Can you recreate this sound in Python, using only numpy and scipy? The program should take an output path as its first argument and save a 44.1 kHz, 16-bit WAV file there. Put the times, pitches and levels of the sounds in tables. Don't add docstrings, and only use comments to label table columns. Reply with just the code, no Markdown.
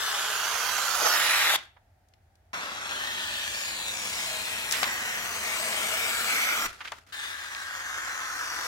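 import sys
import numpy as np
from scipy import signal
from scipy.fft import rfft, irfft, next_fast_len
from scipy.io import wavfile
from scipy.ndimage import uniform_filter1d

SR = 44100
rng = np.random.default_rng(int(sys.argv[2]) if len(sys.argv) > 2 else 0)


def master(y):
    cut = np.clip(np.atleast_2d(y).T, -1, 1)
    pcm = np.round(cut * 32767)
    wavfile.write(sys.argv[1], SR, pcm.astype(np.int16))


N = 382328

# start_s, end_s
GLIDES = [(0.0, 1.566), (2.531, 4.832), (4.828, 6.671), (7.123, 8.78)]
# time_s, level_db
PUSH_1 = [(0.0, -34), (0.966, -31), (1.07, -27.5), (1.525, -27.5), (1.55, -25.5)]
PUSH_2 = [(2.55, -39), (2.79, -42.4), (2.92, -40), (3.09, -40.5), (3.49, -42), (3.8, -43.5), (4.04, -42.5),
          (4.2, -40.9), (4.689, -41)]
PUSH_3 = [(4.93, -37.5), (5.38, -38.7), (5.51, -37), (5.86, -36), (6.22, -34.5), (6.34, -32.2), (6.53, -33),
          (6.65, -32.5)]
PUSH_4 = [(7.15, -45), (7.246, -41), (7.356, -44.1), (7.986, -38), (8.66, -37.1)]
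# frequency_hz, gain_db
SHEET_1 = [(100, -21.5), (280, -23.5), (390, -13), (520, -9), (720, -3), (1020, -4.5), (1250, -1),
           (2300, -5.5), (3600, -3), (5000, -9.5), (7100, -10.5), (8000, -13), (9500, -19), (11400, -16.5),
           (15500, -26.5)]
SHEET_2 = [(100, -10), (190, -4.5), (290, -5.5), (420, -5), (680, 0), (1000, 3), (1350, 2), (2200, 0.5),
           (3300, 2), (4000, -2), (5000, -6), (7000, -6.5), (9500, -24.5), (11400, -25.5), (15500, -31)]
SHEET_3 = [(100, -49), (200, -3), (300, -8.5), (400, -5.5), (520, -4.5), (660, 0), (880, -1.5), (1300, 0.5),
           (1750, 2.5), (2300, 2.5), (3200, -1.5), (4200, -4), (6000, -6.5), (7200, -4.5), (8500, -3.5),
           (9700, -5), (12000, -6.5), (15500, -9)]
SHEET_4 = [(100, -8), (180, -25.5), (270, -13.5), (520, -13), (690, -6.5), (980, -2.5), (1280, 4),
           (1800, -0.5), (2200, -3.5), (2750, -8.5), (3800, -12.5), (4800, -16), (6300, -17.5), (9300, -11),
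           (11400, -14), (15500, -18.5)]
# time_s, pitch_hz, boost_db, half_width_hz
RING_1 = [(0.0, 1560, 5, 380), (.55, 1410, 5, 350), (.85, 1380, 7, 280), (1.07, 1330, 6, 350),
          (1.25, 1440, 2, 450), (1.55, 1500, 3.5, 522)]
RING_2 = [(2.55, 1430, 5.9, 300), (2.8, 1390, 6.3, 230), (3.05, 1680, 8.5, 300), (3.45, 1690, 8.2, 260),
          (3.95, 1910, 1.5, 200), (4.55, 1760, 5.2, 150)]
RING_3 = [(4.85, 1450, 6.6, 330), (5.15, 1620, 5.5, 380), (5.35, 1170, 4.5, 180), (5.68, 1230, 4, 180),
          (5.88, 1370, 8.3, 190), (6.3, 1350, 8.2, 180), (6.54, 1340, 13.7, 180), (6.66, 1260, 8, 181)]
RING_4 = [(7.13, 1720, 9.7, 240), (7.6, 1630, 7.4, 260), (8.0, 1620, 6.1, 282), (8.66, 1320, 1.6, 330)]
# rasp_db, fizz_db, arch_db, rasp_drift_db, fizz_drift_db
TREBLE = [(-2.5, -8, -1, -2, 0), (-3.5, -10.5, 7.5, 3.5, 13), (-4, -8, 3, -0.5, 1), (-1, -10, -5, -2.5, -2)]
# first_left_lead_ms, last_left_lead_ms, pan_db, midway_swing_db, extra_fizz_pan_db
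AIM = [(-.06, .09, 1.5, -12, 0.5), (0.22, 0.17, 1, 0, 4.5), (.18, 0.15, -0.2, 3.5, 3.5),
       (0.2, 0.15, 3, -4.5, 0.5)]
# start_s, length_s, pitch_hz, sink_octaves_per_s, half_width_hz, boost_db
SWISHES = [(0.355, 0.81, 6330, 0.48, 620, 6), (0.715, 0.39, 7530, 0.64, 450, 9),
           (.92, 0.45, 14200, 1.2, 1000, 4), (1.02, 0.15, 5800, .4, 600, 6),
           (1.112, 0.42, 1930, -0.3, 560, 8), (2.864, 2.3, 2800, 0.26, 191, 6),
           (2.855, 0.61, 3320, 0.016, 280, 7), (2.848, 0.6, 4140, 0.15, 250, 4.5),
           (3.53, 0.385, 5170, 1.13, 500, 9.5), (3.448, 1.0, 6930, -0.024, 320, 6),
           (3.85, 0.47, 5760, 0.17, 400, 7.5), (3.948, 0.85, 8300, 0.14, 450, 0),
           (4.252, 0.25, 4220, 0.15, 197, 4.5), (4.255, 0.13, 687, -0.076, 80, 8.5),
           (4.424, 0.3, 2530, 0.31, 170, 3), (4.858, 0.76, 5550, -0.29, 330, 6),
           (5.42, 0.13, 2060, 0.078, 260, 6.5), (5.347, 0.99, 8600, 0.076, 550, 5),
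           (5.628, 0.48, 630, 0.17, 111, 6), (5.637, 0.7, 2160, -0.16, 150, 6),
           (5.73, 0.92, 3040, -0.06, 300, 4.5), (6.274, 0.28, 2330, 0.36, 290, 9),
           (6.25, 0.74, 6000, 0.099, 450, 3), (7.088, 0.4, 3520, -0.4, 705, 5.5),
           (7.745, 1.1, 6600, 0.26, 930, 8.5)]
# start_s, level_db, pitch_hz, t60_s, pan_db
CLACKS = [(2.086, -61, 6000, .02, 4), (2.137, -53, 2780, 0.023, 5), (2.355, -58, 4520, 0.018, 2),
          (4.7116, -21, 4600, 0.006, 7), (4.724, -18, 5100, 0.019, 0), (4.831, -17.5, 3100, 0.017, 4),
          (6.662, -25, 1590, 0.016, 1), (6.883, -39, 3150, 0.0049, -3), (6.92, -35.5, 4000, 0.018, 3),
          (7.549, -27.5, 2510, 0.0089, 1)]
# start_s, level_db, pitch_hz, t60_s, pan_db
FLAPS = [(1.01, -31, 630, 0.32, 2), (1.055, -21, 1090, 0.074, 2), (1.764, -55, 1000, 0.044, -5),
         (4.715, -33, 4970, 0.11, 4), (4.723, -31, 2180, 0.32, -6), (4.828, -25.5, 940, 0.022, 8),
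         (4.839, -22.5, 2100, 0.019, 0), (6.804, -36.5, 1630, 0.068, 0), (6.847, -36, 1830, 0.054, 1),
         (6.873, -36, 1930, 0.04, -5), (6.918, -32.5, 1100, 0.04, 4)]
# start_s, hold_s, level_db
SLIDES = [(1.564, 0.048, -47.5), (6.661, 0.0081, -35), (6.725, 0.26, -52.5), (6.84, 0.03, -48.5),
          (7.064, 0.034, -54)]
# frequency_hz, gain_db
STRIP_COLOUR = [(60, -11), (300, -4), (800, -3.5), (1100, -5), (1360, 6.5), (1700, 1), (3000, -3.5),
                (7000, -8), (10000, -14), (16000, -23)]
# start_s, length_s, level_db, cutoff_hz
BUMPS = [(2.534, 4.1, -60.5, 99), (6.611, 0.123, -54, 34.7)]
# frequency_hz, t60_s
ROOM_T60 = [(200, 0.22), (1500, 0.34), (4000, 0.31), (14000, 0.048)]
# frequency_hz, gain_db
ROOM_COLOUR = [(12, -40.5), (20, -16.5), (86, 5), (130, -7), (146, -15.5), (210, -17), (499, -21.5),
               (698, -10), (873, -14.5), (1000, -26.5), (1660, -21), (2820, -31), (4400, -33),
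               (16000, -39.5)]

FRAMES = dict(nperseg=1024, noverlap=768)
HZ = np.fft.rfftfreq(1024, 1 / SR)
CUT_ATTACK_S, CUT_RELEASE_S = 0.00041, 0.0049
SNAG_S, FREE_S, SNAG_DB, SNAG_EASE_S = 4.712, 4.85, 3.0, 0.05
FIZZ_ARCH, FIZZ_SNAG = 0.93, 0.23
SHEET_SWING = 0.42


def scissor_glide(glide, colour, ring, clump_db):
    (start, end), push, treble, (first_ms, last_ms, pan_db, swing_db, fizz_pan_db) = glide
    rasp_db, fizz_db, arch_db, rasp_drift_db, fizz_drift_db = treble
    t = np.arange(start, end, 1 / SR)
    travel = (t - start) / (end - start)
    arch = np.sin(np.pi * travel)
    sheet_db = np.interp(t, *np.transpose(push)) + snag(t)
    rasp_db = rasp_db + arch_db * arch + rasp_drift_db * (travel - .5)
    fizz_db = fizz_db + FIZZ_ARCH * arch_db * arch + fizz_drift_db * (travel - .5) + FIZZ_SNAG * snag(t)
    snaps = fibres(len(t), per_s=5000, clump_db=clump_db, clump_hz=256, rub=0.4)
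    rubbing = rng.standard_normal((2, len(t)))
    _, frame_s, spectra = signal.stft(np.vstack([snaps, rubbing]), SR, **FRAMES)
    frame_s, hz = frame_s + start, HZ[:, None]
    lead_ms = first_ms + (last_ms - first_ms) * np.interp(frame_s, t, travel)
    drive = spectra[0] + spectra[1:] * hz / (hz + 900)
    swirl = drive * sheet_paths(frame_s, lead_ms) * bending_waves(frame_s, hz)
    paper = swirl * sheet_tone(frame_s, hz, colour, ring)
    below_rasp, below_fizz = 1 / (1 + (hz / 2600) ** 10), 1 / (1 + (hz / 8000) ** 20)
    bands = [(below_rasp, sheet_db, pan_db + SHEET_SWING * swing_db * arch),
             (below_fizz - below_rasp, sheet_db + rasp_db, pan_db + swing_db * arch),
             (1 - below_fizz, sheet_db + fizz_db, pan_db + swing_db * arch + fizz_pan_db)]
    out = np.zeros((2, len(t)))
    for share, level_db, side_db in bands:
        band = signal.istft(paper * share, **FRAMES)[1][:, :len(t)]
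        power = uniform_filter1d(band.mean(0) ** 2, size=8000)
        out += band / np.sqrt(power + 1e-20) * amp([level_db + side_db / 2, level_db - side_db / 2])
    fades = np.minimum((t - t[0]) / CUT_ATTACK_S, (t[-1] - t) / CUT_RELEASE_S)
    return start, out * np.clip(fades, 0, 1)


def fibres(size, per_s, clump_db, clump_hz, rub):
    strength = amp(3.2 * np.minimum(rng.exponential(1, size), 3))
    snaps = (rng.random(size) < per_s / SR) * rng.choice([-1, 1], size) * strength
    return (unit(snaps) + rub * rng.standard_normal(size)) * amp(clump_db * wander(size, clump_hz))


def snag(t):
    return SNAG_DB * (t > SNAG_S) * np.exp(-np.maximum(t - FREE_S, 0) / SNAG_EASE_S)


def sheet_paths(t, lead_ms, stretch_per_s=0.14, flex_ms=0.078, max_flex_hz=4.15, count=10):
    hz = HZ[:, None]
    from_middle_s = (t - t.mean())[None]
    glances = np.zeros((2, len(HZ), len(t)), complex)
    for side in range(2):
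        for base_ms in np.geomspace(.45, 4, count):
            jitter, speed, sway, phase = rng.random(4)
            flex = flex_ms * np.sin(2 * np.pi * (max_flex_hz * sway * from_middle_s + phase))
            path_ms = base_ms * np.exp(0.1937 * jitter + stretch_per_s * (speed + .5) * from_middle_s)
            glances[side] += rng.choice([-1, 1]) * np.exp(-2j * np.pi * hz * (path_ms + flex) / 1000)
    direct = np.exp(1j * np.pi * hz * np.array([lead_ms, -lead_ms])[:, None] / 1000)
    return direct + low_cut(hz, 2156) * glances / np.sqrt(count)


def bending_waves(t, hz, reach_hz=750, count=4):
    sways, phases = rng.random((2, count))
    echoes = 0
    for echo_s, sway, phase in zip(np.geomspace(.004, .012, count), sways, phases):
        flex = 1 + 0.16 * np.sin(2 * np.pi * (.5 * sway * t + phase))
        echoes = echoes + np.exp(-2j * np.pi * hz * echo_s * flex)
    return 1 + echoes / np.sqrt(count) / (1 + (hz / reach_hz) ** 2)


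def sheet_tone(t, hz, colour, ring):
    ring_s, *columns = np.transpose(ring)
    pitch_hz, boost_db, half_width_hz = (np.interp(t, ring_s, column) for column in columns)
    lift_db = boost_db * bell(hz, pitch_hz, half_width_hz) + swishes(t, hz) + sheen(t)
    return amp(curve(colour, hz) + lift_db) * low_cut(hz, 55)


def swishes(t, hz):
    lift_db = 0
    for start, length, pitch_hz, sink, half_width_hz, boost_db in SWISHES:
        age = np.clip(t - start, 0, length)
        swell = abs(np.sin(np.pi * age / length)) ** 0.15
        lift_db = lift_db + boost_db * swell * bell(hz, pitch_hz * 2 ** (-sink * age), half_width_hz)
    return lift_db


def sheen(t, depth_db=1.6, width_hz=560, life_s=0.16):
    patches = rng.standard_normal((len(HZ), len(t)))
    for _ in range(2):
        patches = uniform_filter1d(patches, int(width_hz / HZ[1]), axis=0)
        patches = uniform_filter1d(patches, int(life_s / (t[1] - t[0])), axis=1)
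    return depth_db * unit(patches) * low_cut(HZ, 3000)[:, None]


def blade_clack(row):
    return burst(*row, rise_s=.0001, shared=0.057)


def paper_flap(row):
    return burst(*row, rise_s=0.011, shared=0.62)


def burst(start_s, level_db, pitch_hz, t60_s, pan_db, rise_s, shared):
    t = np.arange(SR // 5) / SR
    common, *own = rng.standard_normal((3, len(t)))
    envelope = (1 - np.exp(-t / rise_s)) * amp(-60 * t / t60_s)
    noise = shared * common + np.sqrt(1 - shared ** 2) * np.array(own)
    noise = unit(tint(noise, lambda f: ((f + 1) / pitch_hz + pitch_hz / (f + 1)) ** -3.5))
    pan = amp([[pan_db / 2], [-pan_db / 2]])
    return start_s, noise * envelope / envelope.max() * amp(level_db) * pan


def strip_slide(start_s, hold_s, level_db, attack_s=0.0034, fade_db_per_s=268):
    t = np.arange(SR // 2) / SR
    envelope = np.minimum(t / attack_s, 1) * amp(level_db - fade_db_per_s * np.maximum(t - hold_s, 0))
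    grains = np.array([fibres(len(t), per_s=1700, clump_db=3.0, clump_hz=60, rub=0.61) for _ in range(2)])
    rustle = tint(grains + 0.092 * grains[::-1], lambda f: amp(curve(STRIP_COLOUR, f)))
    return start_s, unit(rustle) * envelope


def hand_bump(start_s, length_s, level_db, cutoff_hz):
    size = int(length_s * SR)
    rumble = unit(tint(rng.standard_normal(size), lambda f: f / (1 + (f / cutoff_hz) ** 4)))
    rumble *= signal.windows.tukey(size, .25) * amp(level_db)
    return start_s, np.array([rumble, rumble])


def room_reverb(x):
    taps = rng.choice([-1., 1.], (2, SR // 2)) * (rng.random((2, SR // 2)) < 3000 / SR)
    taps[:, :int(.005 * SR)] = 0
    hz, t, spectra = signal.stft(taps, SR, nperseg=256)
    decay = amp(-60 * t / curve(ROOM_T60, hz)[:, None])
    tail = signal.istft(spectra * decay, SR, nperseg=256)[1]
    return signal.fftconvolve(x, tail / np.linalg.norm(tail[0]), axes=1)[:, :N]


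def room_tone(level_db):
    common, *own = rng.standard_normal((3, N))
    rumble = tint(common, lambda f: 1 / np.hypot(1, f / 600))
    hiss = tint(np.array(own), lambda f: f / np.hypot(f, 600))
    return unit(tint(rumble + hiss, lambda f: amp(curve(ROOM_COLOUR, f)))) * amp(level_db)


def amp(db):
    return 10 ** (np.asarray(db) / 20)


def unit(x):
    return x / np.sqrt(np.mean(x ** 2) + 1e-20)


def curve(points, hz):
    f, value = np.transpose(points)
    return np.interp(np.log(hz + 1), np.log(f + 1), value)


def bell(hz, centre_hz, half_width_hz):
    return .5 ** (((hz - centre_hz) / half_width_hz) ** 2)


def low_cut(hz, corner_hz):
    return hz ** 2 / (hz ** 2 + corner_hz ** 2)


def tint(x, gain):
    size = next_fast_len(x.shape[-1])
    return irfft(rfft(x, size) * gain(np.fft.rfftfreq(size, 1 / SR)), size)[..., :x.shape[-1]]


def wander(size, rate_hz):
    return unit(tint(rng.standard_normal(size), lambda f: 1 / (1 + (f / rate_hz) ** 2)))


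def add(mix, start_s, sound):
    part = mix[:, max(round(start_s * SR), 0):][:, :sound.shape[1]]
    part += sound[:, :part.shape[1]]


def scene():
    dry = np.zeros((2, N))
    first, up_to_snag, after_snag, last = zip(GLIDES, [PUSH_1, PUSH_2, PUSH_3, PUSH_4], TREBLE, AIM)
    add(dry, *scissor_glide(first, SHEET_1, RING_1, clump_db=0.55))
    add(dry, *scissor_glide(up_to_snag, SHEET_2, RING_2, clump_db=1.24))
    add(dry, *scissor_glide(after_snag, SHEET_3, RING_3, clump_db=0.8))
    add(dry, *scissor_glide(last, SHEET_4, RING_4, clump_db=1.8))
    for row in CLACKS:
        add(dry, *blade_clack(row))
    for row in FLAPS:
        add(dry, *paper_flap(row))
    for row in BUMPS:
        add(dry, *hand_bump(*row))
    for row in SLIDES:
        add(dry, *strip_slide(*row))
    return dry + amp(-16.5) * room_reverb(dry) + room_tone(level_db=-63)


def record(dry):
    right = tint(dry[1], lambda f: amp(-11 / (1 + ((f - 8100) / 380) ** 2)))
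    low_pass = signal.firwin(801, 15950, window=("kaiser", 9), fs=SR)
    return signal.oaconvolve(np.array([dry[0], right]), low_pass[None], "same", axes=1)


dry = scene()
out = record(dry)
master(out)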